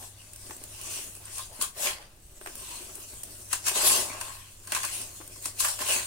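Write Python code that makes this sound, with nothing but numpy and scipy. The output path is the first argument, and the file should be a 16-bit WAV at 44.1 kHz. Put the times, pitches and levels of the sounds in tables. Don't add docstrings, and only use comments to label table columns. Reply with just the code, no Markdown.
import sys
import numpy as np
from scipy import signal
from scipy.fft import rfft, irfft, next_fast_len
from scipy.io import wavfile
from scipy.ndimage import uniform_filter1d, map_coordinates

SR = 44100
rng = np.random.default_rng(int(sys.argv[2]) if len(sys.argv) > 2 else 0)


def master_out(mix):
    frames = np.transpose(np.atleast_2d(mix))
    ceiling = np.clip(frames, -1, 1)
    pcm = np.round(ceiling * 32767).astype(np.int16)
    wavfile.write(sys.argv[1], SR, pcm)


N = 267246

# (peak [s], swish [dB], rise [s], fall [s], scrape re swish [dB], push re swish [dB],
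# scrape brightness [-1 dull to 1 bright])
HAND_STROKES = [ (0.028, -46.5, 0.35, 0.15, -11.5, -10, -.4), (0.2, -57.5, 0.094, 1, -2.5, -8, 0),
                (1.275, -54.5, 0.072, 0.22, 5, -22, .3), (1.392, -40, 0.13, 0.12, -15, -18, -0.55),
                (1.575, -50.5, 0.14, 0.13, -6, -4, -0.1), (1.622, -33.5, 0.028, 0.071, -6, -24, -0.4),
                (1.788, -42.5, 0.055, 0.1, -4, -2.5, 0), (1.841, -30, 0.079, 0.097, -12.5, -16, .2),
                (1.871, -36, 0.056, 0.085, 7, -7.5, -0.17), (1.99, -62.5, 0.17, 0.18, 10.5, 7.5, -0.26),
                (3.538, -35, 0.045, 0.06, -4, -38, 0), (3.684, -28.5, 0.05, 0.04, -3.5, -21, .3),
                (3.765, -28, 0.029, 0.083, -4.5, -10, -0.3), (3.868, -23.5, 0.036, 0.071, -18, -17, 0),
                (3.895, -26, 0.24, 0.21, -7, -9.5, 0.4), (3.98, -31, 0.13, 0.15, -10, -9, -.2),
                (4.13, -47.5, 0.15, 0.21, 3, 4.5, -0.099), (4.22, -45.5, 0.087, 0.42, -0.5, -25, 0.23),
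                (4.34, -58, 0.089, 0.11, -10, -20, -0.07), (4.755, -39.5, 0.081, 0.087, 1, -12, -.6),
                (4.847, -39.5, 0.17, 0.22, -6, -37, -0.16), (5.459, -38.5, 0.043, 0.071, -9, -19, -0.1),
                (5.605, -27.5, 0.019, 0.035, -28, -34, 0), (5.651, -30.5, 0.092, 0.17, -9, -17, -0.25),
                (5.818, -33.5, 0.043, 0.045, -3, -6.5, -0.3), (5.919, -29, 0.12, 0.19, -1, -12.5, 0.27), ]
# (peak [s], level [dB], rise [s], fall [s], ring pitch [Hz])
WALL_DRAGS = [(0.03, -53.5, 0.053, 0.047, 780), (1.398, -48.5, 0.049, 0.035, 1080),
              (1.638, -49, .04, .045, 1110), (2.77, -57.5, 0.31, 0.15, 990),
              (3.89, -44.5, 0.18, 0.29, 1036), (4.13, -54.5, 0.059, 0.082, 1050),
              (4.29, -54, 0.16, 0.18, 1065), (4.78, -46, .05, 0.066, 1060), (5.685, -44.5, .04, 0.044, 970)]
# (time [s], thud [dB], pat [dB], push pitch [Hz])
CLOD_LANDINGS = [(0.025, -38.5, -45, 400), (0.497, -32.5, -42, 365), (0.508, -30.5, -33, 340),
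                 (0.616, -35, -50, 400), (1.592, -34, -52, 233), (1.625, -36.5, -44, 470),
                 (1.848, -35.5, -44, 270), (2.4126, -38, -40, 404), (2.461, -40, -32.5, 416),
                 (2.4723, -34, -32.5, 400), (2.98, -38.5, -52, 390), (3.133, -40.5, -52, 253),
                 (3.715, -29, -33, 397), (3.986, -30, -50, 240), (4.103, -34, -50, 280),
                 (4.723, -31, -35, 584), (5.202, -33, -51, 447), (5.212, -38, -41, 393),
                 (5.463, -33, -43, 330), (5.48, -36, -54, 377), (5.808, -35, -46, 250),
                 (5.958, -32, -46, 257)]
# (time [s], snap [dB], ping re snap [dB])
GRAIN_TICKS = [(0.3335, -26, -14), (0.3604, -28, -10), (0.566, -30, -7), (0.638, -22.5, -10),
               (0.7967, -38, -12), (0.813, -23, -14), (0.986, -25, -14), (1.1518, -26, -14),
               (1.164, -32, -10), (1.255, -34, 4), (1.623, -10, -12), (2.554, -21, -20), (2.9542, -22, -17),
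               (3.005, -32, -12), (3.2333, -20, -9), (3.2357, -26, -10), (3.253, -38, -10),
               (3.4885, -33, -12), (5.0158, -23.5, 0), (5.2767, -25, -16), (5.4252, -25, -17)]
# (trickle start [s], trickle end [s], trickle [dB], rush peak [s], rush [dB],
# rise [s], fall [s], rustle [dB])
HANDFULS = [(0.46, 1.13, -50, 0.97, -40, 0.33, 0.16, -45),
            (2.493, 3.43, -48.5, 2.754, -45, 0.26, 0.25, -47),
            (4.746, 5.358, -49, 4.93, -37.5, 0.032, 0.22, -44.5)]
# (time [s], crunch [dB], knock [dB], collapse [s], ring [dB])
LUMP_CRUSHES = [(1.381, -22, -47, .002, -36), (1.393, -36, -46, .004, -33),
                (1.6119, -14, -41, 0.002, -29.5), (3.5285, -11.7, -32.5, 0.0041, -40),
                (3.6662, -16.5, -34, .002, -38), (3.6818, -14.5, -42, 0.0039, -39),
                (3.757, -23, -36, .002, -38), (3.867, -31, -44, 0.0034, -36), (4.128, -34, -45, .002, -34),
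                (4.2109, -21, -35, 0.0027, -35), (4.6718, -29, -49, 0.0036, -46),
                (4.7199, -15, -28, 0.0028, -40), (4.7478, -13.5, -44, 0.0025, -32),
                (4.7617, -23, -36, .003, -28), (4.7727, -23, -39.5, 0.0024, -29),
                (4.8317, -19.5, -38, .002, -48), (4.8391, -39, -33.5, 0.0024, -30),
                (4.8494, -18, -40, 0.0013, -40), (5.359, -36, -52, .002, -47),
                (5.455, -18, -46, 0.0041, -41.5), (5.6035, -14.5, -46, 0.0022, -32),
                (5.646, -17.5, -30, 0.0075, -25), (5.684, -15.5, -39, .0015, -40),
                (5.7897, -24.5, -41, .003, -50), (5.817, -28, -38, 0.0028, -28)]

# (frequency [Hz], level [dB])
RUMBLE_SPECTRUM = [(15, -5), (26, -3.5), (36, -6.5), (60, -7), (100, -11), (130, -16.5), (200, -21),
                   (330, -26), (550, -28.5), (1200, -34), (3000, -34.5), (16000, -37)]
SWISH_SPECTRUM = [(1000, -36), (2500, -14.5), (4000, -7), (5700, -6), (7000, -2.5), (8400, -0.5),
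                  (9700, -1.5), (11000, -8.5), (13000, -9), (15400, -14), (16000, -13)]
SCRAPE_SPECTRUM = [(300, -16.5), (750, -16), (1050, -10), (1350, -3), (1900, 0.5), (2700, 2), (4000, -1.5),
                   (6000, -6), (8500, 1), (11000, -13), (16000, -41)]
SHOVE_SPECTRUM = [(100, -14), (190, -11), (260, -6.5), (360, -4.5), (480, -2.5), (620, -1), (780, -1),
                  (900, -5.5), (1300, -9.5), (3000, -38)]
THUD_SPECTRUM = [(80, -34), (180, -19), (250, 0), (380, -1), (600, -6.5), (1000, -7), (2300, -17),
                 (16000, -34)]
PAT_SPECTRUM = [(300, -37), (700, 0.5), (1000, -2), (1500, 3), (2400, -4), (3300, -8), (5000, -12),
                (16000, -10)]
SNAP_SPECTRUM = [(500, -12), (4000, -7.5), (7000, 1.5), (9500, 8.5), (12000, 0), (16000, 4.5)]
HISS_SPECTRUM = [(300, -19), (700, -13), (1060, -11.5), (1400, -15.5), (2100, -13.5), (2800, -9),
                 (4100, -8.5), (5400, -5.5), (6500, -3), (8600, 2), (10000, -2), (11500, -7), (15200, -8.5),
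                 (16000, -20)]
RUSTLE_SPECTRUM = [(250, -21), (500, -11), (750, -3.5), (1050, -10), (1400, -4.5), (2000, -1.5), (2800, 7),
                   (4000, 0), (6000, 3.5), (8500, 6.5), (11000, -22), (16000, -37)]
PATTER_SPECTRUM = [(90, -39), (170, -1.5), (290, 5.5), (370, 5.5), (500, -1), (680, 0.5), (900, -14),
                   (1300, -5.5), (2500, -14.5)]
CRUNCH_SPECTRUM = [(300, -11.5), (700, -21), (1200, 0.5), (2000, -6), (3000, -5.5), (4500, 0), (6500, 2.5),
                   (9000, 7.5), (11500, -0.5), (13000, -11), (16000, 0)]

# (frequency [Hz], width [Hz], level [dB])
TUB_MODES = [(375, 20, -2.5), (627, 93, -5), (790, 41, -2.5), (1007, 99, 1.5), (1590, 330, -2),
             (2720, 350, -5), (3292, 18, -0.5), (4390, 25, -3)]
# (frequency [Hz], T60 [s])
ROOM_DECAY = [(200, 0.25), (2000, 0.24), (12000, 0.22)]
# (frequency [Hz], correlation [0 to 1])
COHERENCE = [(60, 0.96), (200, 1), (400, 0.98), (700, 0.92), (1300, 0), (2400, 0.095), (16000, 0)]
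# (frequency [Hz], left minus right [dB])
HAND_PAN = [(150, 0), (700, 1.5), (1100, 2.5), (2400, .5), (5000, 1.5), (7500, 2), (9000, 5), (10300, 7.5),
            (12000, 6), (16000, 5.5)]
STREAM_PAN = [(150, 0.5), (1000, 2.5), (2400, 0), (7000, 0.5), (9500, 6), (12000, 0.5), (16000, -2.5)]

FLOW_REF_DB = -49


def amp(db):
    return 10 ** (np.asarray(db) / 20)


def unit(x):
    return x / np.sqrt(np.mean(x ** 2) + 1e-20)


def along(points, hz):
    knots_hz, values = np.transpose(points)
    return np.interp(np.log(hz + 1), np.log(knots_hz + 1), values)


def wobble(rate_hz):
    knots = rng.standard_normal(int(N * rate_hz / SR) + 4)
    return map_coordinates(knots, [np.arange(N) * rate_hz / SR])


def filtered(x, response):
    size = next_fast_len(N + SR // 2)
    return irfft(rfft(x, size) * response(np.fft.rfftfreq(size, 1 / SR)), size)[..., :N]


def colour(spectrum):
    return lambda hz: amp(along(spectrum, hz))


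def resonance(hz, centre_hz, width_hz):
    return 1j * hz * width_hz / (centre_hz ** 2 - hz ** 2 + 1j * hz * width_hz)


def tub(hz):
    return sum((-1) ** k * amp(db) * resonance(hz, centre_hz, width_hz)
               for k, (centre_hz, width_hz, db) in enumerate(TUB_MODES))


def placed(pair, response, pan):
    angle = lambda hz: np.arccos(np.clip(along(COHERENCE, hz), -1, 1)) / 2
    grid_hz = np.linspace(0, SR / 2, 8192)
    mid_power = np.abs(response(grid_hz) * np.cos(angle(grid_hz))) ** 2
    pan_power = np.cosh(np.log(amp(along(pan, grid_hz))))
    norm = np.sqrt(np.mean(mid_power * pan_power))
    mid, side = filtered(pair, lambda hz: response(hz) / norm * [np.cos(angle(hz)), np.sin(angle(hz))])
    left_right = np.array([mid + side, mid - side])
    return filtered(left_right, lambda hz: amp(np.outer([.5, -.5], along(pan, hz))))


def grains(rate_hz, spread_db):
    hit = rng.random(N) < rate_hz / SR
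    size = amp(spread_db * np.clip(rng.standard_normal(N), -2, 2))
    return unit(hit * size * rng.standard_normal((2, N)))


def patchy(x, depth_db):
    bins = signal.stft(x, nperseg=512)[2]
    patches = uniform_filter1d(rng.standard_normal(bins.shape[1:]), size=6, axis=0)
    patches = uniform_filter1d(patches, size=10, axis=1)
    return unit(signal.istft(bins * amp(depth_db * unit(patches)), nperseg=512)[1][:, :N])


def swell(peak_s, rise_s, fall_s, depth_db=22.5):
    t = np.arange(N) / SR - peak_s
    away = (np.maximum(-t, 0) / rise_s) ** 1.63 + (np.maximum(t, 0) / fall_s) ** 1.346
    return amp(-depth_db * np.minimum(away, 10))


def bursts(events, t60_s, attack_s):
    t, out = np.arange(SR // 3) / SR, np.zeros(N + SR)
    attack = 1 - np.exp(-t / attack_s)
    for at_s, db, hold_s in events:
        out[round(at_s * SR):][:len(t)] += attack * amp(db - 60 * np.maximum(t - hold_s, 0) / t60_s)
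    return out[:N]


def background(hum_hz=100, dip_db=18.5, dip_at_s=2.27, dip_half_width_s=0.67):
    t = np.arange(N) / SR
    rumble = placed(rng.standard_normal((2, N)), colour(RUMBLE_SPECTRUM), pan=[(100, 0)])
    hum = np.sqrt(2) * np.sin(2 * np.pi * hum_hz * t + 0.63 * wobble(2.84))
    dip = np.exp(-((t - dip_at_s) / dip_half_width_s) ** 4)
    return amp(-54.5) * rumble + amp(-58 - dip_db * dip) * hum


def hand_effort():
    power = np.array([amp(db) * swell(peak_s, rise_s, fall_s)
                      for peak_s, db, rise_s, fall_s, *_ in HAND_STROKES]) ** 2
    *_, scrape_db, push_db, brightness = np.transpose(HAND_STROKES)
    scrape_power = amp(scrape_db) ** 2 @ power
    push_power = amp(push_db) ** 2 @ power
    mean_brightness = np.clip(brightness, -1, 1) * amp(scrape_db) ** 2 @ power / scrape_power
    blend = np.maximum(1 - np.abs(mean_brightness - np.array([[-1], [0], [1]])), 0)
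    return np.sqrt(power.sum(axis=0)), blend * np.sqrt(scrape_power), np.sqrt(push_power)


def hands(swish, scrape, push, brightness_ratio=1.6):
    slips = amp(0.81 * wobble(90))
    fine = slips * swish * patchy(grains(rate_hz=26000, spread_db=0), depth_db=3.5)
    jams = unit(amp(2.5 * wobble(220)))
    rasp = jams * patchy(grains(rate_hz=4500, spread_db=1.5), depth_db=4)
    coarse = np.zeros((2, N))
    for step, gain in enumerate(scrape, -1):
        spectrum = [(hz * brightness_ratio ** step, db) for hz, db in SCRAPE_SPECTRUM]
        coarse += placed(rasp * gain, colour(spectrum), HAND_PAN)
    lurches = unit(amp(1.4 * wobble(60)))
    shove = lurches * push * patchy(grains(rate_hz=2500, spread_db=2.5), depth_db=2.5)
    stir = scrape.sum(axis=0) * grains(rate_hz=8300, spread_db=0.5)
    return (amp(1.48) * placed(fine, colour(SWISH_SPECTRUM), HAND_PAN)
            + amp(-2.1) * coarse
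            + amp(-10.5) * placed(stir, tub, HAND_PAN)
            + amp(-2) * placed(shove, colour(SHOVE_SPECTRUM), HAND_PAN))


def wall_drags(width_hz=110):
    out = np.zeros((2, N))
    for peak_s, db, rise_s, fall_s, ring_hz in WALL_DRAGS:
        gain = amp(db + 2.6 * wobble(60)) * swell(peak_s, rise_s, fall_s)
        friction = gain * grains(rate_hz=1500, spread_db=2)
        out += placed(friction, lambda hz: resonance(hz, ring_hz, width_hz), HAND_PAN)
    return out


def grit(motion):
    prickle = (motion / amp(FLOW_REF_DB)) ** 0.7 * grains(rate_hz=170, spread_db=2)
    return amp(-58) * placed(prickle, colour(SNAP_SPECTRUM), STREAM_PAN)


def clods(push_db=-8, push_t60_s=0.043):
    thuds = bursts([(at_s, db, 0) for at_s, db, _, _ in CLOD_LANDINGS], t60_s=0.049, attack_s=0.0015)
    pats = bursts([(at_s, db, 0) for at_s, _, db, _ in CLOD_LANDINGS], t60_s=0.019, attack_s=0.0003)
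    thud = placed(thuds * rng.standard_normal((2, N)), colour(THUD_SPECTRUM), STREAM_PAN)
    pat = placed(pats * rng.standard_normal((2, N)), colour(PAT_SPECTRUM), STREAM_PAN)
    t, push = np.arange(SR // 8) / SR, np.zeros(N + SR)
    for at_s, thud_db, _, hz in CLOD_LANDINGS:
        decay = amp(thud_db + push_db - 60 * t / push_t60_s)
        push[round(at_s * SR):][:len(t)] += decay * np.sin(2 * np.pi * hz * t)
    return pat + push[:N] + amp(-9.5) * thud


def ticks(ping_hz=8740, scatter=0.028, ping_t60_s=0.023):
    t, pings = np.arange(SR // 8) / SR, np.zeros((2, N + SR))
    for at_s, snap_db, ping_db in GRAIN_TICKS:
        detune, *phases = rng.standard_normal(3)
        cycles = np.add.outer(phases, ping_hz * (1 + scatter * detune) * t)
        decay = amp(snap_db + ping_db - 60 * t / ping_t60_s)
        pings[:, round(at_s * SR):][:, :len(t)] += decay * np.sin(2 * np.pi * cycles)
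    snaps = bursts([(at_s, db, 0) for at_s, db, _ in GRAIN_TICKS], t60_s=0.015, attack_s=0.00039)
    snap = placed(snaps * rng.standard_normal((2, N)), colour(SNAP_SPECTRUM), STREAM_PAN)
    return amp(-6.5) * snap + pings[:, :N]


def sand_flow(build_db_per_s=54.5, run_out_db_per_s=28):
    t, flow, sheet = np.arange(N) / SR, np.zeros(N), np.zeros(N)
    for start_s, end_s, trickle_db, peak_s, rush_db, rise_s, fall_s, rustle_db in HANDFULS:
        build_db = build_db_per_s * np.maximum(start_s - t, 0)
        run_out_db = run_out_db_per_s * np.maximum(t - end_s, 0)
        trickle = amp(trickle_db - build_db - run_out_db)
        rush = swell(peak_s, rise_s, fall_s)
        flow = np.hypot(flow, np.hypot(trickle, amp(rush_db) * rush))
        sheet += amp(rustle_db) * rush
    return flow, sheet


def streams(flow, sheet):
    hiss = flow * amp(1.4 * wobble(45)) * patchy(grains(rate_hz=26000, spread_db=0), depth_db=3.5)
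    rustle = sheet * grains(rate_hz=6000, spread_db=3.5)
    strands = amp(-60 + 3.5 * wobble(32)) * (flow / amp(FLOW_REF_DB)) ** 0.77
    patter = strands * grains(rate_hz=3500, spread_db=2)
    return (placed(hiss, colour(HISS_SPECTRUM), STREAM_PAN)
            + placed(rustle, colour(RUSTLE_SPECTRUM), STREAM_PAN)
            + placed(patter, colour(PATTER_SPECTRUM), STREAM_PAN))


def lumps():
    sprays = bursts([(at_s, db, hold_s) for at_s, db, _, hold_s, _ in LUMP_CRUSHES],
                    t60_s=0.028, attack_s=0.0005)
    blows = bursts([(at_s, db, hold_s) for at_s, _, db, hold_s, _ in LUMP_CRUSHES],
                   t60_s=0.045, attack_s=0.0005)
    crunch = placed(sprays * grains(rate_hz=13000, spread_db=1.5), colour(CRUNCH_SPECTRUM), HAND_PAN)
    upper_modes = lambda hz: tub(hz) * (1j * hz / (650 + 1j * hz)) ** 2 / (1 + 1j * hz / 4500)
    knock = placed(blows * grains(rate_hz=12000, spread_db=0), upper_modes, HAND_PAN)
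    return amp(-9) * crunch + amp(-2.5) * knock


def tub_rings(ring_hz=1039, scatter=0.082, t60_s=0.037, attack_s=0.0012, left_lead_rad=0.94):
    t, out = np.arange(SR // 8) / SR, np.zeros((2, N + SR))
    for at_s, *_, db in LUMP_CRUSHES:
        hz = ring_hz * (1 + scatter * rng.standard_normal())
        phase = 2 * np.pi * hz * t + left_lead_rad * np.array([[.5], [-.5]])
        envelope = amp(db - 60 * t / t60_s) * (1 - np.exp(-t / attack_s))
        out[:, round(at_s * SR):][:, :len(t)] += envelope * np.sin(phase)
    return out[:, :N]


def room(x):
    hz, t, bins = signal.stft(rng.standard_normal((2, SR // 2)), SR, nperseg=256)
    decay = amp(-60 * t / along(ROOM_DECAY, hz)[:, None])
    tail = signal.istft(bins * decay, SR, nperseg=256)[1]
    return signal.fftconvolve(x, tail / np.linalg.norm(tail[0]), axes=1)[:, :N]


def scene():
    flow, sheet = sand_flow()
    swish, scrape, push = hand_effort()
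    sand = streams(flow, sheet) + hands(swish, scrape, push) + wall_drags()
    sand = sand + lumps() + tub_rings() + clods() + ticks()
    sand += grit(flow + 0.2 * scrape.sum(axis=0))
    sand = filtered(sand, lambda hz: 1 + .5 * np.abs(tub(hz)))
    return amp(-1.3) * (sand + amp(-5) * room(sand)) + background()


def record(dry):
    return filtered(dry, lambda hz: hz < 15850)


dry = scene()
out = record(dry)
master_out(out)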